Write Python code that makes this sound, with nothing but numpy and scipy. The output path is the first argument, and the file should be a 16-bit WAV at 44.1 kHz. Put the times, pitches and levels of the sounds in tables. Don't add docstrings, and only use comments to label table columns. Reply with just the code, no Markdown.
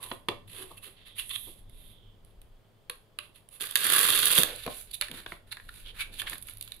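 import sys
import numpy as np
from scipy import signal
from scipy.fft import rfft, irfft
from scipy.io import wavfile
from scipy.ndimage import uniform_filter1d

SR = 44100
rng = np.random.default_rng(int(sys.argv[2]) if len(sys.argv) > 2 else 0)


def pcm_store(signal):
    levels = np.round(np.clip(np.atleast_2d(signal), -1, 1) * 32767)
    wavfile.write(sys.argv[1], SR, levels.astype(np.int16).T)


N = 299880
TIME = np.arange(N) / SR
PULL_S, FREE_S = 3.58, 4.46
SHUT, TAUT, LOOSE = range(3)
BODY, LOW_MID, UPPER_MID, TREBLE = range(4)
PORT_LIKENESS = [0.93, 0.5, 0.1, .03]


def undb(db):
    return 10 ** (np.asarray(db) / 20)


def curves(table):
    s, *columns = np.transpose(table)
    return [np.interp(TIME, s, c) for c in columns]


def add(out, s, x):
    i = max(int(s * SR), 0)
    out[:, i:i + x.shape[1]] += x[:, :max(N - i, 0)]


def response(points, lo_hz, hi_hz, size=2048):
    f = np.fft.rfftfreq(size, 1 / SR) + 1
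    hz, db = np.transpose(points)
    edges = np.sqrt((1 + (lo_hz / f) ** 10) * (1 + (f / hi_hz) ** 10))
    gain = undb(np.interp(np.log(f), np.log(hz), db)) / edges
    cepstrum = irfft(np.log(gain + 1e-5))
    cepstrum[1:size // 2] *= 2
    cepstrum[size // 2 + 1:] = 0
    h = irfft(np.exp(rfft(cepstrum)))
    return h / np.linalg.norm(h)


def ring(x, h):
    return signal.oaconvolve(x, np.atleast_2d(h), axes=1)[:, :x.shape[1]]


def stereo_noise(n, likeness):
    c = np.clip(likeness, 0, .995)
    mid, side = rng.standard_normal((2, n))
    return mid + np.sqrt((1 - c) / (1 + c)) * side * np.array([[1], [-1]])


def decay(t, t60_s):
    return np.exp(-np.log(1000) * t / t60_s)


def pitched(x, hz, q, share):
    y = x + share * signal.lfilter(*signal.iirpeak(hz, q, fs=SR), x)
    return y * np.linalg.norm(x) / np.linalg.norm(y)


def whistle(hz, half_width_hz, likeness):
    narrow = signal.butter(2, half_width_hz, fs=SR, output="sos")
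    noise = stereo_noise(len(hz), likeness[0]) + 1j * stereo_noise(len(hz), likeness[1])
    tone = np.real(signal.sosfilt(narrow, noise) * np.exp(2j * np.pi * np.cumsum(hz) / SR))
    return tone / tone.mean(0).std()


def grains(rate, spread_db, length_s, smooth):
    chance, size = rng.random(N), np.clip(rng.standard_normal(N), -2, 2)
    t = np.arange(SR // 50) / SR
    fractures = (chance < rate / SR) * undb(spread_db * size) ** 2
    power = signal.oaconvolve(fractures, t * np.exp(-2 * t / length_s))[:N]
    power = np.abs(power) / power.mean() + smooth
    return np.sqrt(power / uniform_filter1d(power, size=2600))


def jerks(rate, depth_db):
    knots = np.clip(rng.standard_normal(4096), -2, 2)
    gain = undb(depth_db * np.interp(TIME * rate, np.arange(len(knots)), knots))
    return gain / np.sqrt(uniform_filter1d(gain ** 2, size=3000))


def swell(s, half_s):
    start = max(s - 3 * half_s, 0)
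    t = start + np.arange(SR // 3) / SR
    return start, np.exp(-.38 * ((t - s) / half_s) ** 2)


def card_responses():
    # (frequency [Hz], gain [dB])
    tone_at_phone = [(60, -5.5), (130, -11.5), (450, -7.5), (760, -12), (1450, 3.5), (2300, -3),
                     (3350, 6.5), (4400, 1), (5500, -15), (7000, -8), (8600, -6.5), (10400, 6.5),
                     (13800, -13), (16000, -22.5)]
    # (pitch [Hz], width [Hz], gain [dB])
    shut = [(366, 36, 8.5), (550, 74, 0.5), (1127, 390, 10.5), (1396, 220, -5), (1980, 580, 5),
            (2720, 330, 5), (2860, 110, -7), (3570, 185, 1), (6330, 5900, -9.5), (11500, 3300, -1)]
    taut = [(424, 250, 4), (1167, 110, 8), (1677, 69, 2.5), (1980, 340, 2.5), (2780, 44, 5),
            (3040, 300, -5.5), (3270, 28, 2.5), (4040, 300, -6.5), (11000, 1800, -1), (14200, 2500, 13.5)]
    loose = [(295, 274, 1), (452, 51, 1.5), (895, 280, 0), (1266, 180, -1.5), (1760, 61, 5.5),
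             (2270, 230, 7), (2620, 330, 2), (3185, 250, -5.5), (3640, 88, 3.5), (14600, 4000, 10)]
    # (low edge [Hz], high edge [Hz])
    bands = [(90, 800), (800, 2200), (2200, 5500), (5500, 16500)]
    f = np.geomspace(40, 17000, 700)
    hz, db = np.transpose(tone_at_phone)
    base_db = np.interp(np.log(f), np.log(hz), db)
    states = []
    for resonances in (shut, taut, loose):
        peaks_db = sum(gain / (1 + (2 * (f - pitch) / width) ** 2) for pitch, width, gain in resonances)
        states.append([response(np.column_stack([f, base_db + peaks_db]), lo, hi) for lo, hi in bands])
    return states


CARD_RESPONSES = card_responses()


def state_at(s):
    return np.searchsorted([PULL_S, FREE_S], s)


def card(force, band, state):
    return ring(force * stereo_noise(len(force), PORT_LIKENESS[band]), CARD_RESPONSES[state][band])


def blow(s, bands_db, hold_s, decays_s, hollow_db):
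    # (pitch [Hz], level [dB], t60 [s])
    modes = [(366, -10, 0.22), (407, -32.5, 0.18), (582.7, 1.5, 0.15), (1045, 9, 0.039)]
    buckle_s = .0008
    t, bursts = np.arange(SR // 6) / SR, []
    for band, db in enumerate(bands_db):
        force = np.minimum(t / buckle_s, 1) * np.exp(-np.maximum(t - hold_s, 0) / decays_s[band])
        burst = card(force, band, state_at(s))
        bursts.append(burst * undb(db) * np.linalg.norm(force) / np.linalg.norm(burst.mean(0)))
    detunes = 1 + 0.024 * rng.standard_normal(len(modes))
    hollow = sum(undb(db) * np.sin(2 * np.pi * hz * detune * t) * decay(t, t60)
                 for (hz, db, t60), detune in zip(modes, detunes))
    bursts[BODY] += hollow * undb(bands_db[BODY] + hollow_db)
    return bursts


def background():
    # (frequency [Hz], gain [dB])
    air_tone = [(12, -41), (20, -27), (107, -8.5), (293, -21), (410, -14), (472, -16), (624, -16.5),
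                (780, -21.5), (1330, -34.5), (4810, -42.5), (5680, -49.5), (8410, -47.5), (16000, -46.5)]
    # (time [s], relative level [dB])
    low_levels = [(0.0, -66.5), (0.45, -61), (0.92, -69.5), (1.73, -64), (2.89, -73), (3.85, -71),
                  (4.19, -65), (4.72, -71), (6.43, -64.5), (6.75, -69.5)]
    # (time [s], level [dB])
    rumble_levels = [(0.0, -59), (0.75, -59.5), (0.85, -65.5), (1.8, -52), (2.14, -59.5), (2.46, -49.5),
                     (2.71, -75.5), (2.93, -60), (3.12, -67), (3.83, -65), (4.21, -52), (5.53, -59),
                     (5.73, -50.5), (6.75, -56.5)]
    rumble_tone = [(15, -3.0), (27, -1.5), (40, -9.5), (70, -17)]
    low_tone = [(50, -9.5), (80, -10.5), (101, 11), (125, -5), (250, -8.5), (600, -31.0)]
    air = ring(stereo_noise(N, 0.33), response(air_tone, 1000, 16500)) * undb(-11.5)
    air += ring(stereo_noise(N, 0.62), response(air_tone, 108, 850)) * undb(-7.0)
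    rumble = ring(stereo_noise(N, 0.91), response(rumble_tone, 14, 80, size=16384))
    low_bed = ring(stereo_noise(N, 0.63), response(low_tone, 39, 890, size=8192))
    (rumble_db,), (low_db,) = curves(rumble_levels), curves(low_levels)
    return air * undb(-61.5) + rumble * undb(rumble_db) + low_bed * undb(low_db + 4.5)


def rustling():
    # (start [s], length [s], level [dB], low-mid offset [dB], treble offset [dB])
    rustles = [(0.0, 0.054, -52.5, -6, 4.5), (0.052, 0.084, -59, -16, 5.5), (0.467, 0.077, -56, -16, 2),
               (0.517, 0.11, -51.5, -6, 3), (0.659, 0.071, -61, -14, 2), (0.811, 0.057, -52.5, -9, 1.5),
               (0.931, 0.098, -62, -15, -16), (1.051, 0.029, -54.5, -12, -6),
               (1.151, 0.068, -49.5, -14, 1.5), (1.215, 0.092, -68, -15, -3), (1.37, 0.14, -62.5, -23, 8.5),
               (1.484, 0.11, -72, -16, 7.5), (1.667, 0.25, -68, -16, 1.5), (2.229, .08, -78.5, -7, 2),
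               (3.211, 0.039, -63, -6, -1), (3.34, 0.023, -61.5, -10, 1), (3.504, 0.049, -60.5, -9, 8),
               (4.418, 0.093, -45.5, -3.5, -7), (4.467, 0.18, -50.5, -8.5, -1),
               (4.676, 0.051, -49, -9, -0.5), (4.715, 0.096, -57, -7, 10.5), (4.857, 0.048, -63, -10, -5),
               (5.004, 0.037, -46, -5.5, -13), (5.118, 0.072, -50.5, -2, -1),
               (5.254, 0.075, -56.5, -10, -1.5), (5.463, 0.031, -69, 0.5, 1), (5.524, 0.19, -68.5, -10, 2),
               (5.69, 0.12, -59.5, -6.5, 3), (5.929, 0.082, -57, 2.5, -1), (6.111, 0.057, -52.5, -14, -2),
               (6.255, 0.076, -50, -11, 2), (6.438, 0.075, -57, -7, 3), (6.54, 0.21, -63, -11, -15)]
    rise_share, fade_s = 0.51, 0.03
    power, t = np.zeros((3, N)), np.arange(SR // 2) / SR
    for s, length_s, level_db, low_db, treble_db in rustles:
        rise = np.minimum(t / (rise_share * length_s), 1)
        fade = np.exp(-np.maximum(t - length_s, 0) / fade_s)
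        gains = undb(level_db + np.array([low_db, 0, treble_db]))
        add(power, s, np.outer(gains, rise * fade) ** 2)
    forces = grains(rate=320, spread_db=3.5, length_s=0.0023, smooth=1.0) * np.sqrt(power)
    opened = TIME > FREE_S
    return sum(card(force * ~opened, band, SHUT) + card(force * opened, band, LOOSE)
               for band, force in enumerate(forces, LOW_MID))


def scraping():
    # (centre [s], half length [s], level [dB], low-mid offset [dB], treble offset [dB],
    # squeak [Hz])
    scrapes = [(0.04, 0.0033, -48, -6, 6, 3800), (0.78, 0.0062, -54, -6, 2.5, 2660),
               (1.196, 0.0079, -36, -15, -1.5, 2890), (1.311, 0.0062, -36.5, -8.5, -12, 3340),
               (1.342, 0.011, -41.5, -13, -4, 3420), (1.359, 0.0034, -33.5, -9.5, -5, 3460),
               (4.914, 0.0024, -47.5, -30, 2.5, 4490), (4.944, 0.0056, -38.5, -39, 2, 3780),
               (5.525, 0.0056, -39.5, -2.5, -7, 4170), (5.692, 0.0026, -45.5, -0.5, -8.5, 1360),
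               (5.882, 0.018, -47, -10.5, -13, 3130), (6.012, 0.011, -34.5, -5.5, -7.5, 2340),
               (6.201, 0.0077, -38, -6, -1.5, 3220), (6.276, 0.0064, -41, 5, -13, 3200)]
    out = np.zeros((2, N))
    slips = grains(rate=2000, spread_db=2.5, length_s=0.00016, smooth=0.31)
    for s, half_s, level_db, low_db, treble_db, hz in scrapes:
        start, force = swell(s, half_s)
        force = force * np.roll(slips, -int(start * SR))[:len(force)] * undb(level_db)
        rasp = card(force * undb(low_db), LOW_MID, state_at(s)) + card(force, UPPER_MID, state_at(s))
        hiss = card(force * undb(treble_db), TREBLE, state_at(s))
        add(out, start, pitched(rasp, hz, q=11.3, share=3.2) + hiss)
    return out


def bumping():
    # (centre [s], half length [s], level [dB], pitch of the touched panel [Hz])
    bumps = [(0.04, 0.041, -54, 1070), (0.317, 0.0097, -43.5, 520), (0.538, 0.014, -61, 480),
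             (0.616, 0.03, -51, 370), (0.713, 0.005, -48.5, 860), (0.873, 0.011, -58, 380),
             (1.483, 0.0088, -50.5, 332), (3.296, 0.0033, -58.5, 227), (3.635, 0.012, -53.5, 385),
             (4.392, 0.009, -32.5, 190), (4.475, 0.05, -47, 550), (4.673, 0.012, -49, 565),
             (5.127, 0.021, -48.5, 220), (5.194, 0.015, -56.5, 368), (5.864, 0.0069, -64, 210),
             (5.924, 0.028, -66, 446), (6.117, 0.041, -61.5, 182), (6.256, 0.03, -55, 1030),
             (6.331, 0.011, -50.5, 1140)]
    out = np.zeros((2, N))
    for s, half_s, db, hz in bumps:
        start, force = swell(s, half_s)
        add(out, start, pitched(card(force * undb(db), BODY, state_at(s)), hz, q=2.3, share=2.4))
    return out


def knocking():
    # (time [s], level [dB], body [dB], low-mid [dB], upper-mid [dB], treble [dB])
    knocks = [(0.114, -22, -10.5, -13, -14, -37), (0.2848, -18.5, -7.5, -18, -6, -16.5),
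              (4.663, -28.5, -4.5, -12, -12, -8.5), (4.676, -22, -8.5, -22, -20, -34),
              (5.261, -22, -21.5, -14, -17, -30), (5.32, -27, -14.5, -7, -26, -36),
              (6.33, -28, -27, -6.5, -11.5, -17)]
    out = np.zeros((2, N))
    for s, level_db, *offsets_db in knocks:
        bursts = blow(s, level_db + np.array(offsets_db), hold_s=0.0024,
                      decays_s=[0.006, 0.002, 0.0032, 0.00066], hollow_db=-11)
        add(out, s, sum(bursts))
    return out


def thudding():
    # (time [s], pitch [Hz], level [dB], t60 [s])
    thuds = [(0.287, 428, -25, 0.056), (2.898, 490, -43, 0.063), (4.386, 160, -25, 0.055),
             (4.435, 209, -33.5, 0.015), (4.665, 175, -39, 0.067)]
    out, t = np.zeros((2, N)), np.arange(SR // 6) / SR
    for s, hz, db, t60 in thuds:
        add(out, s, np.ones((2, 1)) * undb(db) * np.sin(2 * np.pi * hz * t) * decay(t, t60))
    return out


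def snapping():
    # (time [s], level [dB], treble tilt [dB], patch pitch [Hz])
    snaps = [(0.476, -48, 5, 2600), (2.896, -24, 3, 4000), (3.186, -24, 0, 3060), (3.613, -30, 12.5, 3360),
             (3.637, -29.5, 1, 1940), (3.709, -31.5, 6, 3240), (3.754, -13, 8.5, 1620),
             (3.76, -16, 3.5, 3450), (3.833, -38, 7, 3400), (3.934, -20, 12, 1670), (4.085, -20, -7, 3350),
             (4.254, -17.5, 11.5, 3400), (4.377, -23.5, -11, 3380), (4.382, -26, -3, 3810),
             (4.431, -20, -6, 3800), (4.635, -37, 4, 3880), (5.01, -17, 4, 4240), (5.02, -22, -0.5, 2120),
             (5.082, -34.5, 0, 1770), (5.112, -31, 4, 3000), (5.52, -36, 3.5, 3920), (5.568, -36, -4, 1680),
             (5.597, -45, -11, 1760), (6.216, -25.5, 0.5, 1840), (6.319, -39, -7, 1450),
             (6.353, -36.5, -1, 3500), (6.484, -34.5, 3.5, 2270), (6.675, -39.5, 3, 3530),
             (6.718, -32, 5.5, 3830)]
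    # (body [dB], low-mid [dB], upper-mid [dB], treble [dB])
    colour_db = [-27, -8.5, -3.5, -7.5]
    out, tilt = np.zeros((2, N)), np.array([-1, -1, 0, 1])
    for s, level_db, tilt_db, hz in snaps:
        bands_db = level_db + np.array(colour_db) + tilt_db * tilt
        body, low, upper, treble = blow(s, bands_db, hold_s=0.00047,
                                        decays_s=[0.0021, 0.004, 0.0022, 0.0016], hollow_db=-6)
        patch = pitched(low + upper, hz, q=6, share=1.6)
        add(out, s + 0.001314, body + patch + treble)
    return out


def edge_singing():
    # (time [s], pitch [Hz], level [dB])
    edge_rub = [(0.9, 3450, -85), (1.1, 3476, -58), (1.25, 3430, -65), (1.45, 3530, -53.5),
                (1.62, 3450, -78), (1.78, 3565, -67.5), (1.95, 3410, -63), (2.08, 3280, -67),
                (2.2, 3270, -81)]
    hz, level_db = curves(edge_rub)
    return whistle(hz, half_width_hz=250, likeness=(0.6, 0.37)) * undb(level_db)


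def swishing():
    # (start [s], length [s], level [dB], first pitch [Hz])
    swishes = [(1.198, 0.33, -46.5, 9920), (1.695, 0.27, -63, 10370)]
    rise_hz_per_s = 5500
    out, t = np.zeros((2, N)), np.arange(SR // 2) / SR
    for s, length_s, level_db, hz in swishes:
        tone = whistle(hz + rise_hz_per_s * t, half_width_hz=950, likeness=[PORT_LIKENESS[TREBLE]] * 2)
        add(out, s, tone * undb(level_db) * np.sin(np.pi * np.minimum(t / length_s, 1)))
    return out


def ticking():
    # (time [s], level [dB])
    ticks = [(1.291, -30), (1.694, -45.5), (2.246, -52), (2.414, -42.5), (3.486, -41), (3.989, -10.5),
             (4.009, -15), (4.351, -16), (4.392, -12.5), (4.431, -9.5), (4.558, -33), (5.757, -47),
             (6.295, -25.5), (6.379, -35.5), (6.422, -34.5), (6.569, -38), (6.608, -26), (6.623, -28.5),
             (6.706, -51), (6.74, -44)]
    # (body [dB], low-mid [dB], upper-mid [dB], treble [dB])
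    colour_db = [-42.5, -45.5, -17, -5]
    out = np.zeros((2, N))
    for s, level_db in ticks:
        bursts = blow(s, level_db + np.array(colour_db), hold_s=0.0013,
                      decays_s=[0.002, 0.003, 0.002, 0.0012], hollow_db=-2.5)
        add(out, s + 0.0019, sum(bursts))
    return out


def tearing():
    # (start [s], length [s], level [dB], attack [s], sag [dB/s], treble offset [dB])
    pulls = [(3.599, 0.22, -38.5, 0.0083, 90, 2.5), (3.756, 0.66, -28.5, 0.18, 0.5, 2.5),
             (4.342, 0.062, -31.5, .02, -0.5, 7.5)]
    let_go_s, middle_s, middle_half_s = 0.011, 3.98, 0.1
    near_end_hz, far_end_hz, shift_s = 1660, 3760, 0.2
    pull, bright = np.zeros((2, N))
    for s, length_s, level_db, attack_s, sag_db_per_s, treble_db in pulls:
        t = np.maximum(TIME - s, 0)
        effort = np.minimum(t / attack_s, 1) ** 0.56 * np.exp(-np.maximum(t - length_s, 0) / let_go_s)
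        effort *= undb(level_db - sag_db_per_s * np.minimum(t, length_s))
        pull = np.hypot(pull, effort)
        bright = np.hypot(bright, effort * undb(treble_db))
    middle = np.exp(-.5 * ((TIME - middle_s) / middle_half_s) ** 2)
    hand = jerks(rate=170, depth_db=1.8) * jerks(rate=45, depth_db=1.1)
    ties = grains(rate=150, spread_db=2.5, length_s=.0009, smooth=1.5)
    fibres = jerks(rate=260, depth_db=3.5)
    forces = [pull * undb(-18.5 + 2.95 * middle), pull * undb(-9.5 + 4.4 * middle),
              pull * undb(-2.0), bright * fibres * undb(-2.5 + 1.9 * middle)]
    body, low, upper, treble = (card(hand * ties * force, band, TAUT) for band, force in enumerate(forces))
    along = np.clip((TIME - middle_s) / shift_s, 0, 1)
    near = pitched((low + upper) * (1 - along), near_end_hz, q=6, share=0.56)
    far = pitched((low + upper) * along, far_end_hz, q=6.4, share=0.38)
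    return body + near + far + treble


def crinkling():
    start_s, ease_until_s, level_db = 6.27, 6.65, -51
    pops = grains(rate=55, spread_db=1, length_s=0.0004, smooth=.01)
    touch = np.interp(TIME, [start_s - .02, start_s, ease_until_s], [0, 1, .35])
    film = response([(5500, -24), (9000, -13), (11000, 17), (13500, -2), (16000, -7)], 6000, 16500)
    return ring(pops * touch * undb(level_db) * stereo_noise(N, PORT_LIKENESS[TREBLE]), film)


def room(x, wet_db, low_t60_s, high_t60_s, wall_s, wall_db):
    t = np.arange(SR // 2) / SR
    lowpass, highpass = (signal.butter(2, 1300, kind, fs=SR, output="sos") for kind in ("low", "high"))
    lows = signal.sosfilt(lowpass, stereo_noise(len(t), 0.39)) * decay(t, low_t60_s)
    highs = signal.sosfilt(highpass, stereo_noise(len(t), 0)) * decay(t, high_t60_s)
    far_wall = undb(wall_db) * np.exp(-((t - wall_s) / 0.021) ** 2)
    arrival = np.clip((t - .002) / 0.0056, 0, 1) * (1 + far_wall)
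    tail = (1.55 * lows + highs) * arrival
    return x + undb(wet_db) * ring(x, tail / np.linalg.norm((highs * arrival)[0]))


def microphone_ports(x):
    # (frequency [Hz], left minus right [dB])
    balance = [(1400, 0.5), (2800, -2.5), (3350, -14.5), (3700, -12.5), (4400, -4.5), (5900, 0),
               (7800, -1.5), (8800, 9), (9350, -1.5), (10200, -38.5), (11600, -13.5), (15500, -12)]
    hz, db = np.transpose(balance)
    gains = undb(np.array([[.5], [-.5]]) * np.interp(np.fft.rfftfreq(N, 1 / SR), hz, db))
    return irfft(rfft(x) * gains / np.sqrt(np.mean(gains ** 2, axis=0)), N)


def scene():
    rubbing = rustling() + edge_singing() + swishing() + scraping()
    carton = rubbing + tearing() + bumping() + thudding() + knocking() + snapping() + ticking()
    carton += crinkling()
    in_room = room(carton, wet_db=-9.5, low_t60_s=0.33, high_t60_s=0.3, wall_s=0.027, wall_db=-15.0)
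    return microphone_ports(in_room) + background()


def record(dry):
    top_cut = signal.ellip(8, .2, 70, 15500, fs=SR, output="sos")
    return signal.sosfilt(top_cut, 2 * np.tanh(dry / 2))


dry = scene()
out = record(dry)
pcm_store(out)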